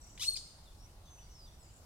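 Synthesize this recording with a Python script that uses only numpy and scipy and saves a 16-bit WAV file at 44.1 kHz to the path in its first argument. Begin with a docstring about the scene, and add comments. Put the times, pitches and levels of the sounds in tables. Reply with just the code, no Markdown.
"""A leafy tree among walls, over a bed of air and far traffic made of flickering noise bands.
A few metres up, one bird calls loudly: a tick of noise, a rough rising stack of harmonics,
a whistle of three partials and a falling, buzzing end.
Farther birds trill, repeat a short song, chirp and whistle, all on gliding sines.
Decaying noise tails stand for the dense echoes off leaves and walls."""
import sys
import numpy as np
from scipy import signal
from scipy.fft import rfft, irfft
from scipy.io import wavfile
from scipy.ndimage import uniform_filter1d

SR = 44100
rng = np.random.default_rng(int(sys.argv[2]) if len(sys.argv) > 2 else 0)


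def natural_amplitude(level_db):
    """Convert a level in decibels to a linear amplitude factor, elementwise."""
    exponent = np.asarray(level_db, float) / 20
    return 10 ** exponent


def log_audio(samples):
    """Write samples as a 16-bit WAV file to the path given in sys.argv[1]."""
    # one column per channel
    frames = np.atleast_2d(samples).T
    # limit to full scale, then quantise
    limited = np.clip(frames, -1, 1)
    pcm = np.round(limited * 32767).astype(np.int16)
    wavfile.write(sys.argv[1], SR, pcm)


N = 81585
TIME = np.arange(N) / SR
HZ = np.arange(N // 2 + 1) * SR / N
SIDES = np.array([[.5], [-.5]])  # half of any left-minus-right difference goes to each channel


def track(rows):
    """Columns of a curve as functions of time, and a soft-edged gate that is open while it runs."""
    rows = np.array(rows, float)
    inside = (TIME > rows[0, 0]) & (TIME < rows[-1, 0])
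    gate = uniform_filter1d(1. * inside, size=90)
    return [np.interp(TIME, rows[:, 0], column) for column in rows.T[1:]] + [gate]


def on_log(table, hz):
    """Reads a (frequency [Hz], value) table on a log-frequency axis."""
    table = np.array(table, float)
    return np.interp(np.log(np.maximum(hz, 1)), np.log(table[:, 0]), table[:, 1])


def wobble(rate):
    """Smoothed noise of spread 1, averaged twice over 1/rate seconds."""
    k = max(int(SR / rate), 1)
    x = uniform_filter1d(uniform_filter1d(rng.standard_normal(N), k), k)
    return x / x.std()


def sine(hz, db, gate):
    """A pure voice at rms level db while the gate is fully open."""
    return np.sqrt(2) * natural_amplitude(db) * gate * np.sin(2 * np.pi * np.cumsum(hz) / SR)


def notes(rows):
    """Short notes, each a sine gliding evenly in pitch with a soft start and end."""
    out = 0
    for start, length, from_hz, to_hz, db in rows:
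        u = np.clip((TIME - start) / length, 0, 1)
        swell = np.sin(np.pi * u ** 1.3) ** .7
        out = out + sine(from_hz + (to_hz - from_hz) * u, db, swell)
    return out


def place(x, pan_db, lag_s):
    """Left and right get one source at different levels and moments."""
    turn = np.exp(-2j * np.pi * HZ * lag_s * SIDES)
    return irfft(rfft(x) * natural_amplitude(pan_db * SIDES) * turn, N)


# colour of air and far traffic: (frequency [Hz], relative density [dB per Hz])
AIR_COLOUR = [(12, -22), (20, 1.5), (49, 0.5), (74, -1.5), (116, -8), (260, -19.5), (334, -19),
              (417, -22.5), (507, -21.5), (838, -21.5), (1460, -30.5), (1680, -34), (1830, -33.5),
              (2220, -36), (2630, -34.5), (5270, -32.5), (7160, -34), (8010, -33.5), (15600, -44.5)]
# likeness of left and right: (frequency [Hz], correlation [-1 to 1])
AIR_ALIKE = [(60, 0.96), (130, 1), (290, 0.88), (640, 0.78), (1410, 0.013), (3100, -0.16), (6820, 0.045),
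             (15000, -0.085)]
# left minus right: (frequency [Hz], level difference [dB])
AIR_BALANCE = [(60, -1.0), (110, -1.5), (200, -1.5), (380, -2.0), (700, -2), (1290, 0.5), (2380, 0.0),
               (4400, 3.0), (8120, 1), (15000, 8.5)]
AIR_DB, FLICKER_DB = -56, 1.4  # rms of the mean of both channels; spread of each band's level


def air():
    """Third-octave-spaced bands of noise that flicker a little; the bass is alike left and right."""
    alike = np.clip(on_log(AIR_ALIKE, HZ), -.9, .99)
    mid, side = rfft(rng.standard_normal((2, N))) * natural_amplitude(on_log(AIR_COLOUR, HZ))
    side = side * np.sqrt((1 - alike) / (1 + alike))
    both = np.array([mid + side, mid - side])
    both = both * natural_amplitude(on_log(AIR_BALANCE, HZ) * SIDES)
    out = 0
    for octave in np.arange(4, 14.4, 1 / 3):  # band centre, log2 of Hz
        distance = np.abs(np.log2(np.maximum(HZ, 1)) - octave)
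        share = np.clip(1 - 3 * distance, 0, 1)
        out = out + natural_amplitude(FLICKER_DB * wobble(19)) * irfft(both * share, N)
    return out * natural_amplitude(AIR_DB) / out.mean(axis=0).std()


# trills: (start [s], sweeps [count], period [s], first level [dB], last level [dB])
TRILL_RUNS = [(-.02, 7, 0.028, -60.5, -65.5), (1.625, 6, 0.027, -67.5, -66.5)]
# parts of a sweep: (time after its start [s], length [s], from [Hz], to [Hz], level offset [dB])
SWEEP_PARTS = [(0, 0.01, 8440, 6590, 0.5), (.007, 0.0074, 6400, 5420, -0.5)]
# random spread of each part: moment [s], level [dB], pitch [share]
TRILL_UNEVEN = .0015, 2, .015


def trills():
    """Two runs of quick down-sweeps, slightly uneven; the second lacks the low part of the sweep."""
    sweeps = []
    for run, parts in zip(TRILL_RUNS, (SWEEP_PARTS, SWEEP_PARTS[:1])):
        start, count, period, first_db, last_db = run
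        for k, db in enumerate(np.linspace(first_db, last_db, int(round(count)))):
            for after, length, from_hz, to_hz, part_db in parts:
                late, loud, high = rng.standard_normal(3) * TRILL_UNEVEN
                begin = start + k * period + after + late
                sweeps.append((begin, length, from_hz * (1 + high), to_hz * (1 + high),
                               db + part_db + loud))
    return notes(sweeps)


# notes of one phrase: (time after its start [s], length [s], from [Hz], to [Hz], level [dB])
PHRASE_NOTES = [(0, .03, 3980, 3430, -70.5), (0.025, 0.015, 3500, 3500, -66), (0.062, .01, 3730, 3350, -70),
                (0.202, 0.0316, 2057, 2300, -76), (0.24, 0.016, 2688, 3150, -75.5)]
# phrase starts: (time [s])
PHRASE_STARTS = [-.155, .247, .648, 1.05, 1.448]


def song():
    """One short phrase of gliding sines, repeated unchanged."""
    return notes([(start + row[0], *row[1:]) for start in PHRASE_STARTS for row in PHRASE_NOTES])


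TICK_S, TICK_RISE_S, TICK_LEN_S = .176, .0014, .004  # start, linear rise, decay time constant
TICK_HZ, TICK_WIDE_HZ, TICK_GAIN_DB = 3500, 3070, -36.5


def tick():
    """A burst of noise that rises fast, dies exponentially and passes one broad band."""
    edges = [TICK_HZ - TICK_WIDE_HZ / 2, TICK_HZ + TICK_WIDE_HZ / 2]
    band = signal.butter(2, edges, "band", fs=SR, output="sos")
    rise = np.clip((TIME - TICK_S) / TICK_RISE_S, 0, 1)
    decay = np.exp(-np.maximum(TIME - TICK_S, 0) / TICK_LEN_S)
    return natural_amplitude(TICK_GAIN_DB) * signal.sosfilt(band, rng.standard_normal(N) * rise * decay)


# softer singing is duller: dB lost per kHz for each dB under full effort
DULL_PER_KHZ, FULL_DB = .053, -40


def slide(rows, throat):
    """A buzzy voice: harmonics through the throat, each smeared by unsteady vibration."""
    hz, db, rough, gate = track(rows)
    phase, rough = 2 * np.pi * np.cumsum(hz) / SR, np.clip(rough, 0, 2)
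    softness_db = np.minimum(db - FULL_DB, 0)
    out = 0
    for k in range(1, 15):
        noise = wobble(1500) + 1j * wobble(1500)
        unsteady = np.exp(1j * np.pi * k * k / 7) + rough * .35 * k ** 1.5 * noise
        # roughness smears a harmonic while its power stays about even
        unsteady = unsteady / np.sqrt(1 + rough ** 2 * k ** 3 / 4)
        colour_db = on_log(throat, k * hz) + DULL_PER_KHZ * k * hz / 1000 * softness_db
        harmonic = np.imag(unsteady * np.exp(1j * k * phase))
        out = out + (k * hz < 16000) * natural_amplitude(colour_db) * harmonic
    return natural_amplitude(db) * gate * out


# opening slide: (time [s], pitch [Hz], level before throat colour [dB], roughness [0-1])
RISE_CURVE = [(.1945, 1030, -66, 0.1), (.1965, 1012, -45.5, .03), (.204, 967, -46.5, 0.1),
              (.213, 1137, -44, 0), (.222, 1246, -41, 0.15), (.232, 1368, -40, 0.17),
              (.237, 1927, -41, 0.2), (.243, 2475, -36.5, 0.3), (.25, 2857, -41, 0.5),
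              (.257, 2977, -43, 0.1), (.261, 3150, -74, 0.3)]
# throat colour of the opening slide: (frequency [Hz], gain [dB])
RISE_THROAT = [(900, -18.5), (1400, -18.5), (2000, -11), (2700, -4.5), (3500, 5.5), (4300, -3),
               (5000, -2.5), (6500, -3), (8000, -11.5), (11000, -17), (15000, -25.5)]


def rising_slide():
    """A rough stack of harmonics climbing in pitch through the throat's resonance."""
    return slide(RISE_CURVE, RISE_THROAT)


# whistle: (time [s], pitch [Hz], fundamental [dB], overtones [dB]), before the partial gains
WHISTLE_CURVE = [(.254, 3976, -48, -84), (.261, 4095, -49, -46), (.267, 4130, -44, -51.5),
                 (.276, 4293, -43, -48), (.283, 4315, -32.5, -56), (.29, 4292, -29.5, -56.5),
                 (.296, 4314, -37.5, -48), (.302, 4357, -50, -50.5), (.308, 4339, -35.5, -54),
                 (.314, 4247, -60, -62), (.325, 4325, -43, -77), (.337, 4320, -56, -49),
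                 (.346, 4230, -39.5, -66), (.356, 4600, -77, -76)]
# partials: (multiple of pitch, gain [dB], left minus right [dB], left's phase lead [rad])
WHISTLE_PARTIALS = [(1, 3.5, 5, -2), (2, 5, 8.5, 4.13), (3, -13.5, 21, -3)]
FLUTTER_DB, FLUTTER_PITCH = .7, .0015  # spread of level; spread of pitch as a share


def whistle():
    """A fluttering tone and two overtones, each with its own balance and phase left and right."""
    hz, db, over_db, gate = track(WHISTLE_CURVE)
    phase = 2 * np.pi * np.cumsum(hz * (1 + FLUTTER_PITCH * wobble(110))) / SR
    tone = 0
    for k, gain_db, pan_db, lead in WHISTLE_PARTIALS:
        level_db = gain_db + (db if k == 1 else over_db) + FLUTTER_DB * wobble(150)
        wave = np.sin(k * phase + lead * SIDES)
        tone = tone + np.sqrt(2) * gate * natural_amplitude(level_db + pan_db * SIDES) * wave
    return tone


# falling end: (time [s], pitch [Hz], level before throat colour [dB], roughness [0-1])
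FALL_CURVE = [(.355, 2561, -64, 0), (.3575, 2538, -42.5, 0), (.362, 2490, -41.5, 0.1),
              (.365, 2330, -37.5, .2), (.369, 2000, -47, 0.25), (.374, 1530, -43.5, .25),
              (.377, 1306, -62, .3)]
# throat colour as the beak closes: (frequency [Hz], gain [dB])
FALL_THROAT = [(1500, -21), (2400, -12.5), (3500, 2.5), (5000, 2), (7000, -8), (9000, -14), (12000, -31)]


def falling_end():
    """Harmonics dropping in pitch, coloured by the throat with the beak closing."""
    return slide(FALL_CURVE, FALL_THROAT)


# near bird's buzz, left minus right: (frequency [Hz], level difference [dB])
BUZZ_PAN = [(1000, 1), (2500, 4), (5000, 6.5), (8000, 2), (12000, 18)]
BUZZ_LAG_S = .00006
# a thick branch returns the buzz; pan is left minus right
BRANCH_S, BRANCH_DB, BRANCH_PAN_DB = .0075, -12, -1
WHISTLE_WET_DB = -13  # the whistle's share in the echoes


def near_bird():
    """The whole call with its branch echo; returns the stereo sound and the voice that feeds the tree."""
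    buzz = tick() + rising_slide() + falling_end()
    tone = whistle()
    echo = natural_amplitude(BRANCH_DB) * np.roll(buzz, int(BRANCH_S * SR))
    branch = place(echo, BRANCH_PAN_DB, 0)
    direct = place(buzz, on_log(BUZZ_PAN, HZ), BUZZ_LAG_S)
    return direct + branch + tone, buzz + natural_amplitude(WHISTLE_WET_DB) * tone[0]


# rising far whistle: (time [s], pitch [Hz], level [dB])
UP_CURVE = [(.772, 5340, -80), (.79, 5310, -77), (.81, 5530, -63), (.835, 5660, -70), (.855, 5750, -65),
            (.864, 5980, -63), (.869, 6000, -77)]


def up_whistle():
    """A far pure tone that climbs overall."""
    return sine(*track(UP_CURVE))


# falling far whistle: (time [s], pitch [Hz], level before flutter [dB])
DOWN_CURVE = [(1.055, 6070, -72), (1.075, 6260, -69.5), (1.13, 6156, -63), (1.21, 5950, -62.5),
              (1.25, 5846, -73), (1.32, 5680, -75), (1.35, 5510, -63.5), (1.38, 5330, -67.5),
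              (1.405, 4980, -60), (1.43, 4840, -66.5), (1.455, 4790, -64), (1.465, 4870, -74)]
# a second whistler sings the phrase a little later, at an even level before flutter
ANSWER_S, ANSWER_DB = .24, -73
FAR_FLUTTER_DB = 2.5  # spread of level


def down_whistles():
    """Two far pure tones follow one mostly falling phrase, each fluttering on its own."""
    hz, db, gate = track(DOWN_CURVE)
    first = sine(hz, db + FAR_FLUTTER_DB * wobble(40), gate)
    answer = sine(hz, ANSWER_DB + FAR_FLUTTER_DB * wobble(40), gate)
    return first + np.roll(answer, int(ANSWER_S * SR))


# single chirps: (time [s], length [s], from [Hz], to [Hz], level [dB])
CHIRP_NOTES = [(1.17, 0.026, 2700, 2580, -76), (1.182, 0.016, 2500, 3220, -69),
               (1.195, 0.035, 2950, 3160, -81), (1.2, .03, 3500, 3430, -77),
               (1.215, 0.063, 4350, 5000, -74.5), (1.51, 0.0502, 3665, 3796, -77.5),
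               (1.59, 0.034, 7920, 7830, -69)]


def chirps():
    """Faint single notes on short gliding sines."""
    return notes(CHIRP_NOTES)


FAR_LAG_S = .00003
TRILL_WET_DB, SONG_WET_DB, WHISTLERS_WET_DB = 7, 2, -4  # shares in the echoes


def far_birds():
    """Trills lean left, the others a little right; returns the stereo sound and the echoes' feed."""
    # (voice, left minus right [dB], share in the echoes [dB])
    voices = [(trills(), 3, TRILL_WET_DB), (song() + chirps(), -1.5, SONG_WET_DB),
              (up_whistle() + down_whistles(), -1.5, WHISTLERS_WET_DB)]
    direct = sum(place(voice, pan_db, FAR_LAG_S) for voice, pan_db, _ in voices)
    return direct, sum(voice * natural_amplitude(wet_db) for voice, _, wet_db in voices)


TREBLE_HZ, TREBLE_T60_SHARE = 6800, .75  # treble above this decays in this share of the T60


def scatter(x, t60, db):
    """Dense echoes, unrelated left and right; the treble dies first."""
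    t = np.arange(SR) / SR
    noise = rng.standard_normal((2, len(t)))
    low = signal.sosfilt(signal.butter(2, TREBLE_HZ, fs=SR, output="sos"), noise)
    low_tail = low * natural_amplitude(-60 * t / t60)
    high_tail = (noise - low) * natural_amplitude(-60 * t / (t60 * TREBLE_T60_SHARE))
    tail = (low_tail + high_tail) * np.minimum(t / .0013, 1)
    tail = tail / np.sqrt(np.sum(tail ** 2, axis=1, keepdims=True))
    return natural_amplitude(db) * signal.fftconvolve(x[None], tail, axes=1)[:, :N]


# colour of the near call's scattered sound: (frequency [Hz], gain [dB])
SCATTER_COLOUR = [(1000, -3), (2500, -10.5), (4000, 0.5), (6500, 5.5), (9000, 12.5), (13000, 3.5)]
LEAF_T60_S, LEAF_DB = .15, -4  # short echoes of all birds
TREE_T60_S, TREE_DB = .83, -6  # long echoes of the near bird
YARD_T60_S, YARD_DB = .52, -5.5  # long echoes of the far birds


def scene():
    """Birds direct, through the leaves and through the wider surroundings, over the air."""
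    bed = air()
    far, far_voice = far_birds()
    near, near_voice = near_bird()
    near_voice = irfft(rfft(near_voice) * natural_amplitude(on_log(SCATTER_COLOUR, HZ)), N)
    leaves = scatter(near_voice + far_voice, LEAF_T60_S, LEAF_DB)
    tree = scatter(near_voice, TREE_T60_S, TREE_DB)
    yard = scatter(far_voice, YARD_T60_S, YARD_DB)
    return near + far + leaves + tree + yard + bed


def top_cut(x):
    """Nothing passes above the cut-off."""
    return signal.sosfilt(signal.butter(12, 15780, fs=SR, output="sos"), x)


def record(dry):
    """Hands on the finished mix."""
    return top_cut(dry)


dry = scene()
out = record(dry)
log_audio(out)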